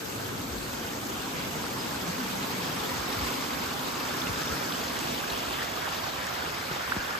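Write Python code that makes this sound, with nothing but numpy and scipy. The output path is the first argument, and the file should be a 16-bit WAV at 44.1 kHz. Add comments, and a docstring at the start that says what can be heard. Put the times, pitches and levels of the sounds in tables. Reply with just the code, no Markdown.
"""A swollen stream rushes over rocks in a wooded valley, heard from the bank on a hand-held stereo recorder.
Throughout, noise bands mixed with ringing bubbles make roar, babble and hiss, coloured by moving resonances.
The recorder turns from the wooded bank towards the stream. From half a second on, soft bumps (gliding thumps),
spatters (noise bursts) and plops (rising sines) come singly; at 1.8 s a small bird chips once (a sagging sine).
From 5.2 s the recorder tilts up to the trees, which rebalances the parts of the water."""
import sys
import numpy as np
from scipy import signal
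from scipy.io import wavfile

SR = 44100
rng = np.random.default_rng(int(sys.argv[2]) if len(sys.argv) > 2 else 0)


def wav_out(sig):
    """Save sig, one row per channel (or a flat mono array), as 16-bit PCM at SR to the path in sys.argv[1]."""
    wavfile.write(sys.argv[1], SR, np.round(np.clip(np.atleast_2d(sig).T, -1, 1) * 32767).astype(np.int16))


N = 317368


def from_db(db):
    """Decibels to amplitude gain."""
    return 10 ** (np.asarray(db) / 20)


def rms_one(x):
    """Scale to unit rms."""
    return x / np.sqrt(np.mean(x ** 2) + 1e-20)


def read(rows, at):
    """Each column of a table, interpolated linearly over the first one."""
    first, *columns = np.transpose(rows)
    return [np.interp(at, first, column) for column in columns]


def bell(x, half_width):
    """Gaussian hump of height one around zero, down to 1/e at the half-width."""
    return np.exp(-(x / half_width) ** 2)


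def drift(corner_hz):
    """Slow random curve of unit rms: noise through a two-pole low-pass at 1/40 of the sample rate."""
    step, settle = 40, 2000
    pole = np.exp(-2 * np.pi * corner_hz * step / SR)
    white = rng.standard_normal(N // step + settle + 2)
    slow = signal.lfilter([1], [1, -2 * pole, pole ** 2], white)[settle:]
    return np.interp(np.arange(N) / step, np.arange(len(slow)), rms_one(slow))


def band(x, low_hz, high_hz):
    """Gentle band-pass."""
    sos = signal.butter(2, [low_hz, min(high_hz, .45 * SR)], "band", fs=SR, output="sos")
    return signal.sosfilt(sos, x)


def ring(clicks, hz, t60_s):
    """Two-pole resonator: each click starts a decaying sine."""
    pole, w = from_db(-60 / (t60_s * SR)), 2 * np.pi * hz / SR
    return signal.lfilter([0, np.sin(w)], [1, -2 * pole * np.cos(w), pole ** 2], clicks + 1e-18)


def dying(t60_s):
    """Time axis and exponential envelope of one decay by 60 dB."""
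    t = np.arange(int(t60_s * SR)) / SR
    return t, np.exp(-np.log(1000) * t / t60_s)


def add(out, start_s, sound):
    """Mix a sound in at its start time."""
    start = int(start_s * SR)
    out[start:start + len(sound)] += sound[:N - start]


def placed(x, pan_db):
    """Lean a sound to the left (+) or right (-) by a level difference."""
    return x * from_db([[pan_db / 2], [-pan_db / 2]])


def view(s):
    """Swing of the exposure about its mean (dB) and upward tilt (0-1) at times s."""
    # How openly the water is heard past the bushes. Each row: time in s, splash level in dB.
    exposure = [(0.0, -42.5), (0.52, -42.5), (1.55, -41), (2.1, -39), (2.7, -38), (3.25, -36.5),
                (3.8, -38.5), (4.3, -38), (5.13, -38), (6.3, -38), (7.2, -39.5)]
    tilt_start_s, tilt_length_s = 5.18, 1
    db = read(exposure, s)[0]
    return db - db.mean(), np.clip((s - tilt_start_s) / tilt_length_s, 0, 1)


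def heard_db(part, swing_db, tilt):
    """A part of the water grows as the bushes clear and changes as the recorder tilts up."""
    level_db, share, tilted_db = part
    return level_db + share * swing_db + tilted_db * tilt


def bursts(per_s, fade_s):
    """Random slaps of water: each jumps up and decays; zero mean, unit rms."""
    slaps = (rng.random(N) < per_s / SR) * np.minimum(rng.exponential(1, N), 2)
    level = signal.lfilter([1], [1, -np.exp(-1 / (fade_s * SR))], slaps)
    return rms_one(level - level.mean())


def churn(edges_hz, surge_db, patchy_db, per_s, cycles, size_db, bubble_db):
    """Two views of churning water, flat per Hz: far bubbles merge into noise, near ones ring singly."""
    smallest_draw = .025   # this share of the bubbles has the full size
    pitches_per_band = 6
    white = rng.standard_normal((2, 2, N))
    born = np.flatnonzero(rng.random(N) < per_s / SR)
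    size, bearing, pitch = rng.random((len(born), 3)).T
    # small bubbles are common, large ones rare; each has its own direction
    strength = from_db(-size_db * np.log(np.maximum(size, smallest_draw)))
    kicks = strength * [np.cos(2 * np.pi * bearing), np.sin(2 * np.pi * bearing)]
    pitch_index = (pitch * pitches_per_band * (len(edges_hz) - 1)).astype(int)
    out = np.zeros((2, N))
    for k, (low_hz, high_hz) in enumerate(zip(edges_hz, edges_hz[1:])):
        near = np.zeros((2, N))
        for j in range(pitches_per_band):
            hz = low_hz * (high_hz / low_hz) ** ((j + .5) / pitches_per_band)
            clicks = np.zeros((2, N))
            clicks[:, born] = kicks * (pitch_index == k * pitches_per_band + j)
            near += ring(clicks, hz, cycles / hz)
        far = rms_one(band(white[k % 2], low_hz, high_hz))
        both = far + from_db(bubble_db) * rms_one(near)
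        level_db = surge_db + patchy_db * drift(corner_hz=14.0)
        out += np.sqrt(high_hz - low_hz) * rms_one(both * from_db(level_db))
    return out


def stream():
    """Air pockets roar under the falls, bubbles babble between the rocks, spray splashes and fizzes."""
    # Each part: level in dB, share of the exposure's swing, change when tilted up in dB.
    rumble_level, roar_level, babble_level = (0.6, 0, -0.86), (1.36, 0.076, -4), (0.43, 0.51, 0.62)
    splash_level, fizz_level = (-0.11, 1, -0.48), (1, 0.39, -2.6)
    slaps_follow = .9   # share of the exposure's swing; behind the bushes slaps blur into smooth hiss
    swing_db, tilt = view(np.arange(N) / SR)
    surge = drift(corner_hz=12.0)
    slaps = from_db(slaps_follow * swing_db) * bursts(per_s=120, fade_s=0.004)
    rumble = churn(np.geomspace(30, 120, 4), .15 * surge,
                   patchy_db=0.6, per_s=60, cycles=4.3, size_db=7.0, bubble_db=-14)
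    roar = churn(np.geomspace(120, 500, 6), 0.07 * surge,
                 patchy_db=1.16, per_s=340, cycles=29, size_db=2.0, bubble_db=-5.5)
    babble = churn(np.geomspace(500, 1700, 7), 0.47 * surge + 0.21 * slaps,
                   patchy_db=0.98, per_s=950, cycles=64, size_db=2.5, bubble_db=-3.0)
    splash = churn(np.geomspace(1700, 6000, 8), 0.33 * surge + 0.46 * slaps,
                   patchy_db=1.31, per_s=1300, cycles=68, size_db=2.5, bubble_db=-4)
    fizz = churn(np.geomspace(6000, 16000, 5), 0.03 * surge + 0.5 * slaps,
                 patchy_db=1.2, per_s=2000, cycles=30, size_db=3.5, bubble_db=-6.5)
    levels = (rumble_level, roar_level, babble_level, splash_level, fizz_level)
    parts = (rumble, roar, babble, splash, fizz)
    return sum(from_db(heard_db(level, swing_db, tilt)) * part for level, part in zip(levels, parts))


def rock_bed(hz, s):
    """Gain of the water's colour: the plunge pool booms low, the gurgle wanders, brief swells come and go."""
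    # Colour of the rushing water. Each row: frequency in Hz, density in dB per Hz.
    water = [(25, -91), (65, -69), (150, -66.5), (260, -65.5), (345, -66.5), (450, -65.5), (520, -67),
             (630, -69.5), (850, -67), (1050, -68), (1550, -69.5), (1850, -72), (3200, -73.5),
             (5000, -75.5), (9000, -84), (13000, -83.5), (15000, -86.5)]
    # Plunge pool: boost in dB, share of the exposure's swing, change when tilted up in dB.
    pool_boost = (5.66, .33, -5.5)
    # Gurgle between the rocks. Each row: time in s, pitch in Hz, boost in dB.
    gurgle_path = [(0, 900, -2.5), (1.5, 850, 1.1), (2.5, 1000, 1.5), (3.1, 1130, 3.2), (3.9, 1050, 3.5),
                   (4.35, 1450, 5.5), (4.65, 1200, 3.5), (5.2, 1200, 1.5), (7.2, 1300, -1)]
    # Passing swells in the water's colour, each around one pitch.
    # Each row: middle in s, half-length in s, boost in dB, pitch in Hz, half-width in octaves.
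    swell_rows = [(.28, 0.14, 11, 108, .25), (1.407, 0.12, 3.5, 2600, 0.71), (1.47, 0.19, 6.5, 152, 0.4),
                  (2.14, 0.1, 10, 106, 0.21), (2.35, 0.58, 9.5, 185, 0.15), (3.29, 0.044, 5, 255, .2),
                  (4.4, 0.17, 2, 130, .5), (4.5, .4, 2, 5200, 0.3), (4.55, 0.39, 1.5, 540, 0.2),
                  (5.45, 0.94, 4.5, 670, 0.2), (5.45, 0.56, 2.5, 3120, 0.3), (5.6, 0.055, 3.5, 1700, .45),
                  (5.864, 0.048, 5, 1400, 0.6), (6.3, 0.14, 1.7, 1900, .6), (6.983, 0.34, 5.5, 1620, 0.66)]
    pool_hz, pool_octaves, gurgle_octaves = 258, 0.18, 0.36
    octave = np.log2(hz + 1)[:, None]
    swing_db, tilt = view(s)
    water_hz, water_db = np.transpose(water)
    plain = np.interp(octave, np.log2(water_hz), water_db)
    pool = heard_db(pool_boost, swing_db, tilt) * bell(octave - np.log2(pool_hz), pool_octaves)
    gurgle_hz, gurgle_db = read(gurgle_path, s)
    gurgle = gurgle_db * bell(octave - np.log2(gurgle_hz), gurgle_octaves)
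    swells = sum(db * bell(s - middle_s, half_s) * bell(octave - np.log2(pitch_hz), octaves)
                 for middle_s, half_s, db, pitch_hz, octaves in swell_rows)
    return from_db(plain + pool + gurgle + swells)


def microphones(views):
    """Water at two spaced ports: likeness, phase lead and level lean depend on frequency and on the turn."""
    # Each row: frequency in Hz, likeness 0-1, left lead in rad, left-right level in dB.
    facing_bank, facing_stream = [(35, .65, -0.5, 8), (100, 0.82, 0, -1.2), (284, 0.9, 0, 2),
                                  (596, 0, -1.66, 1.7), (1000, 0, 1.2, 0), (1550, 0.03, 1.5, -2.5),
                                  (1770, 0.47, 2.04, 1), (2900, 0.12, 0.4, 0), (3900, 0.05, -0.05, 1.5),
                                  (4970, 0.47, 1, 2), (5400, 0, -2.5, -1.5), (7000, 0.46, 0.5, -1)], [(35, 1, -0.5, 1), (100, 0.86, 0, 0),
                                                       (278, 0.73, 0.1, -0.5), (523, 0.38, -1.8, -2.5),
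                                                       (1000, 0.24, -1.9, -6), (1550, 0.14, -1.8, -2),
                                                       (1740, 0.31, 0.5, 3), (3000, 0.5, 1.2, -1),
                                                       (3870, 0.49, -0.2, 3), (4900, 0.13, 0.9, 3.5),
                                                       (5370, 0.21, -2.5, 1.5), (7240, 0.83, 0.8, -.1)]
    treble_bearing = [(8500, .65, -1.4, 0), (9800, .99, -3.1, 0), (12800, .95, -6.3, 0),
                      (15000, .6, -8.3, 0)]   # same columns; shared by both facings
    # Swing of the recorder. Each row: time in s, position (0 bank, 1 stream).
    turn_path = [(0, 0), (2.6, 0.26), (3.5, .65), (4.4, 0.55), (5.2, 1.2), (7.2, 0.86)]
    size = 2048
    hz, s, (common, apart) = signal.stft(views, SR, nperseg=size)
    turn = read(turn_path, s)[0]
    bank = read(np.vstack([facing_bank, treble_bearing]), hz)
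    water = read(np.vstack([facing_stream, treble_bearing]), hz)
    alike, lead_rad, pan_db = (a[:, None] + turn * (b - a)[:, None] for a, b in zip(bank, water))
    alike = np.clip(alike, 0, .99)
    mid, side = np.sqrt(1 + alike) * common, np.sqrt(1 - alike) * apart
    lean = from_db(pan_db / 2) * np.exp(.5j * lead_rad)
    pair = np.array([(mid + side) * lean, (mid - side) / lean])
    pair = pair / np.hypot(abs(lean), 1 / abs(lean))
    return signal.istft(rock_bed(hz, s) * pair, SR, nperseg=size)[1][:, :N]


def bumps():
    """Knocks on the recorder: each thump's period grows linearly; the higher it starts, the stronger its tick."""
    # Each row: start in s, level in dB, starting pitch in Hz, t60 in s, growth of the period in s per s.
    knocks = [(0.513, -32, 100, 0.35, 0.22), (0.597, -34, 75, .2, .15), (0.730, -42, 85, .16, 0.32),
              (2.973, -31, 125, .16, 0.27), (3.170, -31, 150, 0.18, .33), (3.215, -25, 105, 0.18, 0.26),
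              (4.294, -23.5, 165, 0.11, .36), (4.499, -26, 140, 0.11, .4), (4.5248, -25, 170, 0.037, 0.67),
              (5.314, -29, 100, 0.12, .3), (5.470, -35, 95, 0.17, .3), (6.713, -24, 230, .04, 0.39),
              (6.9655, -24, 520, 0.07, 0.78)]
    equal_tick_hz = 650   # starting pitch at which the tick's factor is one
    tick_cycles = 0.12   # half-width
    out = np.zeros(N)
    for start_s, db, hz, t60_s, stretch in knocks:
        t, fade = dying(t60_s)
        pitch_hz = 1 / (1 / hz + stretch * t)
        tick = hz / equal_tick_hz * bell(t * hz - 2 * tick_cycles, tick_cycles)
        phase = 2 * np.pi * np.cumsum(pitch_hz) / SR
        thump = fade * (1 - np.exp(-t * hz)) * np.sin(phase)
        add(out, start_s, from_db(db) * (2 * tick + thump))
    return out


def spatters(spread):
    """Thrown water lands on the rocks as a short decaying burst of band-passed noise."""
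    # Each row: start in s, level in dB, centre in Hz, t60 in s.
    landings = [(0.738, -31, 3300, .012), (1.637, -35.5, 1100, 0.11), (3.127, -23.5, 3200, .016),
                (3.304, -33, 6300, .008), (4.433, -30, 6300, .008), (4.446, -32, 2700, .008),
                (4.722, -24, 3000, 0.014), (4.99, -32, 6500, 0.016), (5.0, -29, 4600, 0.013),
                (5.303, -32, 3300, .018), (5.33, -30, 3200, .012), (5.619, -34, 2700, 0.0092),
                (5.871, -36, 1250, 0.12), (6.268, -28, 6100, 0.01), (6.729, -29, 5500, .01),
                (7.026, -36, 5200, .025)]
    out = np.zeros(N)
    for start_s, db, hz, t60_s in landings:
        t, fade = dying(t60_s)
        hiss = rms_one(band(rng.standard_normal(SR), hz / (1 + spread), hz * (1 + spread)))
        add(out, start_s, from_db(db) * fade * hiss[:len(t)])
    return out


def plops(swell_s):
    """A bubble rings briefly and rises in pitch as it nears the surface; most reach the left port later."""
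    # Each row: start in s, level in dB, pitch in Hz, t60 in s, rise in octaves per s,
    # left-right level in dB, delay at the left port in s.
    bubbles = [(1.665, -26, 1440, .02, 8, -1, .0002), (2.800, -25, 3640, .01, 10, 5, 0.0023),
               (4.086, -27, 2560, .012, 10, 10, 0.0033), (4.218, -20, 3400, 0.015, 35, -1, 0.0015),
               (4.270, -23.5, 2660, .012, 25, -9, 0), (4.478, -28, 3450, .018, 5, 3, 0.0034),
               (5.030, -26, 1250, 0.024, 8, -4, .0002), (5.187, -23.5, 4600, 0.011, 12, -2, 0),
               (5.239, -24, 1550, 0.031, 8, 0, .0001), (5.3, -22, 3800, 0.0093, 10, -1, 0),
               (5.592, -25.5, 1910, .018, 8, 0, 0), (5.620, -24, 1770, .018, 8, 4, 0.0011),
               (5.628, -25, 1440, .025, 8, 0, .0001), (5.773, -24, 1150, .02, 8, 0, .0001),
               (5.854, -22.5, 1580, .02, 12, -2, .0001), (5.879, -27, 830, 0.03, 6.4, -2, .0002),
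               (5.911, -27, 1360, .03, 8, -2, .0001), (6.037, -26, 1050, .035, 8, -7, 0.0026),
               (6.135, -26, 1110, .024, 12, -8, .0002), (6.161, -24, 1030, .016, 12, -9, .0002),
               (6.254, -30, 1500, .02, 8, -4, .0002), (6.422, -24, 1410, .022, 8, -5, 0.0018),
               (6.824, -27, 1520, .02, 8, -2, .0002), (6.9206, -14, 1320, 0.03, 65, -4, .00017),
               (7.108, -25, 1320, 0.032, 15, -6.5, .0002), (7.151, -21, 1325, 0.037, 5, 1, 0.0019),
               (7.164, -27, 1480, .022, 8, -3, .0002)]
    max_rise_octaves = 0.46
    left, right = np.zeros((2, N))
    for start_s, db, hz, t60_s, rise, pan_db, lag_s in bubbles:
        t, fade = dying(t60_s)
        pitch_hz = hz * 2 ** np.minimum(rise * t, max_rise_octaves)
        phase = 2 * np.pi * np.cumsum(pitch_hz) / SR
        swell = 1 - np.exp(-t / swell_s)
        plop = placed(from_db(db) * fade * swell * np.sin(phase), pan_db)
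        add(left, start_s + lag_s, plop[0])
        add(right, start_s, plop[1])
    return np.array([left, right])


def bird():
    """One thin pure chip that swells, sags in pitch and fades, with a faint echo from the trees."""
    # Each row: start in s, length in s, starting pitch in Hz, level in dB.
    chips = [(1.779, .05, 5055, -39.5)]
    sag_hz_per_s, echo_s, echo_db = 1000, .045, -11
    out = np.zeros(N)
    for start_s, length_s, hz, db in chips:
        t = np.arange(0, length_s, 1 / SR)
        phase = 2 * np.pi * np.cumsum(hz - sag_hz_per_s * t) / SR
        chip = from_db(db) * np.sin(np.pi * t / length_s) * np.sin(phase)
        add(out, start_s, chip)
        add(out, start_s + echo_s, from_db(echo_db) * chip)
    return out


def scene():
    """The wide rush of the stream with the small single sounds on top."""
    near = plops(swell_s=0.00033) + placed(spatters(spread=0.27), pan_db=-1.0)
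    return microphones(stream()) + near + placed(bumps(), pan_db=3.5) + placed(bird(), pan_db=-7)


def record(dry):
    """The recorder cuts the deepest bass and the top."""
    low_cut_hz, high_cut_hz = 30, 15200
    thinned = signal.sosfilt(signal.butter(4, low_cut_hz, "high", fs=SR, output="sos"), dry)
    return signal.sosfilt(signal.ellip(10, .2, 80, high_cut_hz, fs=SR, output="sos"), thinned)


dry = scene()
out = record(dry)
wav_out(out)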